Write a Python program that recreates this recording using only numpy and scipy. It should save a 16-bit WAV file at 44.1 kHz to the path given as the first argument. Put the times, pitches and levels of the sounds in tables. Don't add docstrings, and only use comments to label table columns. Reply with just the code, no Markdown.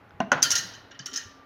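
import sys
import numpy as np
from scipy import signal
from scipy.fft import rfft, irfft, next_fast_len
from scipy.io import wavfile
from scipy.ndimage import uniform_filter1d, map_coordinates

SR = 44100
rng = np.random.default_rng(int(sys.argv[2]) if len(sys.argv) > 2 else 0)


def gain_from_db(level_db):
    decades = np.asarray(level_db, float) / 20
    return 10 ** decades


def to_wav(s):
    ch = np.atleast_2d(s).T
    pcm = np.round(np.clip(ch, -1, 1) * 32767)
    wavfile.write(sys.argv[1], SR, pcm.astype(np.int16))


N = 63945

# start_s, peak_db, case_over_peak_db, chatter_t60_s, part_hz
FIRST_FLURRY = [(.4225, -15, -24, .05, 6000), (.427, -6.5, -36, 0.0025, 5000),
                (.428, -4.5, -37.5, 0.0061, 6250), (.4299, -4.5, -34, 0.0045, 6200),
                (.4315, -20.5, -12.5, 0.0081, 5650), (.4335, -12, -5, 0.0034, 6200),
                (.4365, -15.5, -15.5, 0.014, 6250), (.439, -22.5, -21, .025, 6190),
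                (.45, -13, -1.5, 0.018, 4640), (.505, -12, -29, 0.025, 6910),
                (.5065, -8.5, -28, .005, 6900), (.5142, -8.5, -38, 0.0052, 5650),
                (.5158, -8, -25, 0.0064, 5650), (.5208, -9, -21, 0.0016, 6800),
                (.523, -17.5, -2.5, 0.014, 5670), (.528, -21, -8, .005, 5100),
                (.535, -30.5, 6, 0.024, 5300), (.5537, -11.5, -26, 0.0048, 5500),
                (.555, -10, -8, .01, 5500), (.5605, -13, -13, 0.0033, 6250),
                (.563, -13.5, -22, 0.018, 4850), (.5775, -14.5, -19, .015, 5670),
                (.583, -13, -10, 0.0043, 6220), (.585, -21.5, -21, 0.0049, 6220),
                (.59, -30.5, 3.5, 0.017, 6140), (.737, -37, 2.5, 0.14, 5670)]
# start_s, peak_db, case_over_peak_db, chatter_t60_s, part_hz
SECOND_FLURRY = [(.910, -44.5, 10, 0.092, 5850), (0.915, -43.5, 6.5, .026, 5680),
                 (.948, -54, 15.5, 0.016, 4560), (.992, -27, -4.5, 0.0096, 5380),
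                 (0.9945, -28, -11, 0.025, 6240), (1.058, -27.5, -37, .003, 5700),
                 (1.0598, -17, -12, 0.0084, 5580), (1.063, -22, -8.5, 0.016, 6250),
                 (1.114, -39.5, 5.5, .016, 5950), (1.1324, -25.5, -7.5, 0.018, 6860),
                 (1.1387, -22, -15.5, 0.042, 5630), (1.147, -25.5, -2.5, 0.053, 5980),
                 (1.1575, -30, -27, 0.012, 5430), (1.1608, -17.5, -14, 0.0036, 5970),
                 (1.164, -21, -6, 0.009, 6500), (1.168, -30, -10, 0.023, 6500),
                 (1.175, -17, -18.5, 0.01, 6670), (1.179, -25, -5, 0.011, 6550),
                 (1.188, -36, -1, .01, 5750), (1.2, -29.5, -9.5, 0.02, 6370),
                 (1.21, -40.5, 8.5, 0.02, 6570), (1.228, -53, 6, 0.015, 5200)]
# mode_hz, level_db, t60_s
STEEL_MODES = [(3600, -30, 0.22), (4102, -10.5, 0.23), (4266, -22, 0.22), (4464, -6, 0.15),
               (4770, -8, 0.12), (4810, -10.5, .1), (5190, -1, 0.047), (5650, 7.5, 0.037),
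               (6010, -5.5, 0.024), (6000, -8, 0.027), (6220, 3, 0.056), (6500, -2, 0.056),
               (6640, -6, 0.044), (6570, -19, .05)]
# mode_hz, level_db
STEEL_TOP_MODES = [(8500, 0), (9800, 2), (11000, 6), (11900, -4.5), (13000, -9), (14200, 1), (15300, 1.5)]
# mode_hz, level_db, t60_s
CASE_MODES = [(1395, -6, 0.14), (1619, 0, 0.055), (1800, -9.5, 0.21), (1889, -8.5, 0.14),
              (2443, -9.5, 0.038), (2877, -1.5, 0.076), (3025, -11.5, 0.12), (3088, -9, 0.14),
              (3340, -18.5, 0.11), (3790, -5, 0.064)]
# freq_hz, level_db
BUZZ_COLOUR = [(900, -35.5), (1350, -1), (1900, -10), (2300, -4.5), (3100, -1), (4300, -9.5), (5500, -31.5)]
# freq_hz, level_db
CRACK_COLOUR = [(1000, -23.5), (1900, -5), (2400, -19.5), (3200, -9.5), (4200, -19), (6100, -3),
                (7800, -17.5), (15800, -25.5)]
# start_s, pitch_hz, peak_db, t60_s
PART_PINGS = [(.428, 3233, -26.5, 0.17), (.444, 1395, -24.5, 0.12), (.462, 1395, -35.5, 0.29),
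              (.519, 2966, -27.5, 0.088), (.997, 3020, -40.5, 0.029), (1.064, 2920, -54, 0.016),
              (.531, 1404, -30.5, 0.082), (.556, 5560, -35, 0.12), (1.158, 5190, -30, 0.045),
              (1.171, 5215, -29.5, 0.08), (1.236, 5200, -65, 0.14), (1.21, 1800, -44.5, 0.13)]
# start_s, pitch_hz, peak_db, t60_s
DRY_TICKS = [
    (.0945, 6250, -63, 0.0073),
    (.1075, 1470, -42, 0.01),
    (.1075, 5130, -62, .008),
    (0.107, 3430, -56, 0.0065),
    (0.4274, 6077, -8, 0.011),
    (0.3181, 1460, -17, 0.035),
    (.3268, 6150, -26, .01),
]
# start_s, peak_db, snap_over_peak_db, thud_over_peak_db, spot_index
COVER_KNOCKS = [
    (.2035, -8.5, -26, -15.5, 0),
    (.318, -4, -13, -5.5, 1),
    (.327, -10, -17.5, -12.5, 1),
    (.348, -32.5, -19, 5.5, 1),
    (.368, -37, -40.5, 15, 1),
]
# mode_hz, level_db, t60_s
SHELL_MODES = [
    [(237, -6, 0.067), (672.4, -5, 0.12), (736, 2.5, 0.043), (1018, -8, 0.085), (1104, -20, 0.051),
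     (1526, -4, 0.043), (2800, -9, 0.017), (4190, -17, 0.019), (5950, -15, 0.013)],
    [(261.5, -12, 0.11), (554, -22, 0.15), (593, 0, 0.051), (682, -4, 0.0074), (942, 1.5, 0.03),
     (1010, -27, 0.044), (1460, 6, 0.037), (1550, -20.5, 0.016), (2710, -13.5, .05), (3000, -7.5, 0.015),
     (6376, -9, 0.025)],
]
# freq_hz, level_db
THUD_COLOUR = [(88, -37), (150, -12.5), (837, -5.5), (1000, -4.5), (1240, -7.5), (1460, -6.5), (4590, -30),
               (6370, -44.5), (7500, -50), (9750, -78), (16500, -120)]
# start_s, peak_db, pitch_hz
LOW_BUMPS = [(0.134, -46.5, 98), (0.223, -28.5, 195.5), (0.266, -37, 255), (.345, -31.5, 152),
             (0.386, -44, 152.5), (0.409, -34.5, 264), (0.447, -37, 145), (0.467, -37, 269),
             (0.531, -43.5, 117), (0.584, -42.5, 145), (0.641, -41.5, 184), (0.999, -41, 141),
             (1.086, -46.5, 393), (1.122, -40.5, 267), (1.253, -46, 93.5), (1.251, -47.5, 251)]
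# freq_hz, density_db_per_hz
AIR_COLOUR = [(15, -53.5), (25, -13), (219, -9.5), (253, -8), (741, -11.5), (1190, -13), (1350, -12.5),
              (2020, -19), (7500, -48.5), (9750, -65), (16500, -120)]
# pitch_hz, level_db_rms, start_s, end_s
FAR_WHINES = [(832, -62, 0.0072, 0.47), (1180, -58.5, 1.02, 1.5), (107.6, -60.5, 0, 0.925),
              (269, -63, 0.32, 1.7), (1504, -74.5, 0.1, 0.69)]
# freq_hz, t60_s
ROOM_DECAY = [(200, 0.98), (1500, 0.69), (4000, 0.7), (6200, 0.36), (14000, 0.5)]
# freq_hz, gain_db
MIC_RESPONSE = [(30, -11.5), (70, 1.5), (300, -2.27), (6800, 1), (7800, -10), (9000, -7.5)]

RING_S = 0.25
T_RING_S = np.arange(int(RING_S * SR)) / SR
PING_QUIVER = 0.34
STEEL_WET_DB, SHELL_WET_DB = -7, -15


def unit(x):
    return x / np.sqrt(np.mean(x ** 2) + 1e-20)


def along(points, hz):
    f, v = np.transpose(points)
    return np.interp(np.log(hz + 1), np.log(f + 1), v)


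def filtered(x, response):
    m = next_fast_len(x.shape[-1] + 8192)
    return irfft(rfft(x, m) * response(np.fft.rfftfreq(m, 1 / SR)), m)[..., :x.shape[-1]]


def coloured(hit, spectrum):
    x = filtered(hit, lambda hz: gain_from_db(along(spectrum, hz)))
    return x / np.abs(x).max()


def wobble(rate_hz):
    knots = rng.standard_normal(int(N * rate_hz / SR) + 4)
    return map_coordinates(knots, [np.arange(N) * rate_hz / SR])


def ring(modes, scatter_db, attack_s, quiver):
    t = T_RING_S
    hz, db, t60_s = np.transpose(modes)[..., None]
    level_luck, pitch_luck = rng.standard_normal((2, len(modes), 1))
    knots = rng.standard_normal((2, len(modes), 41))
    knots[..., 0] = 0
    sway = [[np.interp(t * 120, np.arange(41), k) for k in part] for part in knots]
    level_sway, phase_sway = quiver * np.array(sway)
    envelope = gain_from_db(db + scatter_db * level_luck - 60 * t / t60_s) * np.exp(1.03 * level_sway)
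    phase = 2 * np.pi * hz * (1 + 0.00386 * pitch_luck) * t + 2.06 * phase_sway
    x = (envelope * np.sin(phase)).sum(0) * (1 - np.exp(-t / attack_s))
    return x / np.abs(x).max()


def ping(hz, t60_s, attack_s):
    return ring([(hz, 0, t60_s)], 0, attack_s, PING_QUIVER)


def chatter(t60_s, spiky):
    n = len(T_RING_S)
    grain = np.exp(spiky * rng.standard_normal(n // 25).repeat(25))
    x = rng.standard_normal(n) * grain * gain_from_db(-60 * T_RING_S / t60_s)
    return x / np.linalg.norm(x)


def add(track, start_s, x):
    part = track[round(start_s * SR):][:len(x)]
    part += x[:len(part)]


def room(x):
    hz, t, z = signal.stft(rng.standard_normal(SR // 2), SR, nperseg=256)
    decay = gain_from_db(-60 * t / along(ROOM_DECAY, hz)[:, None])
    tail = signal.istft(z * decay, SR, nperseg=256)[1]
    delayed = np.pad(x, (260, 0))
    return signal.fftconvolve(delayed, tail / np.linalg.norm(tail))


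def steel_contact(peak_db, case_db, t60_s, part_hz, muffled):
    crack = [(300, -52.5)] + [(hz, g - 6 * (hz < 3500)) for hz, g in CRACK_COLOUR]
    wash = [(hz, g + 5.5 * (hz > 7000)) for hz, g in crack]
    top = [(hz, g, 0.05) for hz, g in STEEL_TOP_MODES]
    parts = [(hz, g + 10.5 * np.exp(-((hz - part_hz) / 350) ** 2), d) for hz, g, d in STEEL_MODES]

    hit = chatter(t60_s, spiky=0.4)
    hit[:8] *= 2.95
    steel_ring = gain_from_db(-8.5) * ring(parts, scatter_db=7, attack_s=0.00034, quiver=0.37)
    steel_ring += gain_from_db(-20) * ring(top, scatter_db=7, attack_s=0.00018, quiver=0.37)
    x = signal.fftconvolve(unit(hit) / np.sqrt(len(hit)), steel_ring)
    add(x, 0, gain_from_db(1) * coloured(hit, crack))
    add(x, 0.001, gain_from_db(-7) * coloured(chatter(0.07, spiky=0.36), wash))
    add(x, 0, gain_from_db(case_db - 4.5) * ring(CASE_MODES, scatter_db=4.3, attack_s=0.011, quiver=0.66))
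    add(x, 0.003, gain_from_db(case_db - 6.5) * coloured(chatter(0.087, spiky=0.2), BUZZ_COLOUR))
    add(x, 0, gain_from_db(-7.5) * ping(part_hz, t60_s=0.0052, attack_s=0.00042))

    treble_db = 0.37 * (peak_db + 10.5) - 21 * muffled
    x = np.pad(x, (88, 0))
    return filtered(x, lambda hz: gain_from_db(treble_db * np.clip((hz - 7000) / 3000, 0, 1)))


def steel():
    out = np.zeros(N)
    lead_s = 88 / SR
    for start_s, db, case_db, t60_s, part_hz in FIRST_FLURRY + SECOND_FLURRY:
        x = steel_contact(db, case_db, t60_s, part_hz, muffled=0.7 < start_s < 1.03)
        add(out, start_s - lead_s, gain_from_db(db - 2.5) * x)
        add(out, start_s - lead_s, gain_from_db(db - 4.5 + STEEL_WET_DB) * room(x))
    for start_s, hz, db, t60_s in PART_PINGS:
        x = gain_from_db(db) * ping(hz, t60_s, attack_s=0.0018)
        add(out, start_s, x)
        add(out, start_s, gain_from_db(STEEL_WET_DB - 10.5) * room(x))
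    for start_s, hz, db, t60_s in DRY_TICKS:
        add(out, start_s, gain_from_db(db) * ping(hz, t60_s, attack_s=0.0006))
    return out


def cover():
    out = np.zeros(N)
    snap_colour = [(300, -49)] + CRACK_COLOUR
    for start_s, db, snap_db, thud_db, spot in COVER_KNOCKS:
        x = -ring(SHELL_MODES[int(spot)], scatter_db=3.6, attack_s=0.0011, quiver=0.26)
        add(x, 0.0006, gain_from_db(snap_db) * coloured(chatter(0.03, spiky=0), snap_colour))
        rise_s = 0.0012 * gain_from_db(-0.43 * (db + 4))
        thud = (1 - np.exp(-T_RING_S / rise_s)) * chatter(0.15, spiky=0.2)
        add(x, 0.0008, gain_from_db(thud_db) * coloured(thud, THUD_COLOUR))
        x = filtered(x, lambda hz: hz ** 2 / (hz ** 2 + 160 ** 2))
        add(out, start_s - 0.0006, gain_from_db(db) * x)
        add(out, start_s, gain_from_db(db + SHELL_WET_DB) * room(x))
    return out


def low_bumps():
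    out = np.zeros(N)
    t60_s = 0.076
    for start_s, db, hz in LOW_BUMPS:
        modes = [(hz, 0, t60_s), (1.59 * hz, -10, t60_s)]
        add(out, start_s, gain_from_db(db) * ring(modes, scatter_db=0, attack_s=0.026, quiver=PING_QUIVER))
    return out


def whine(hz, db, start_s, end_s):
    t = np.arange(N) / SR
    level = gain_from_db(db + 2.5 + 1.7 * wobble(14.0))
    fade = np.clip(np.minimum(t - start_s, end_s - t) / 0.0089, 0, 1)
    return level * np.sin(2 * np.pi * hz * t + 0.73 * wobble(30)) * fade


def air():
    z = signal.stft(rng.standard_normal(N), nperseg=512)[2]
    patches = uniform_filter1d(rng.standard_normal(z.shape), 6, 0)
    patches = unit(uniform_filter1d(patches, 10, 1))
    noise = signal.istft(z * gain_from_db(0.47 * patches), nperseg=512)[1][:N]
    bed = unit(filtered(noise, lambda hz: gain_from_db(along(AIR_COLOUR, hz))))
    bed_level = gain_from_db(-52 + 1.7 * wobble(3.4))
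    whines = sum(whine(*row) for row in FAR_WHINES)
    hiss_band = lambda hz: (hz > 7000) * (hz < 15500) * (hz / 12000) ** 0.6
    hiss = unit(filtered(rng.standard_normal(N), hiss_band))
    return bed_level * bed + whines + gain_from_db(-77) * hiss


def scene():
    return (steel() + cover() + low_bumps() + air())[None]


def top_cut(x):
    return signal.sosfilt(signal.butter(12, 16690, fs=SR, output="sos"), x)


def record(dry):
    edge = lambda hz: np.clip((16150 - hz) / 300, 0, 1) ** 2
    mix = filtered(dry, lambda hz: gain_from_db(along(MIC_RESPONSE, hz)) * edge(hz))
    return top_cut(mix)


dry = scene()
out = record(dry)
to_wav(out)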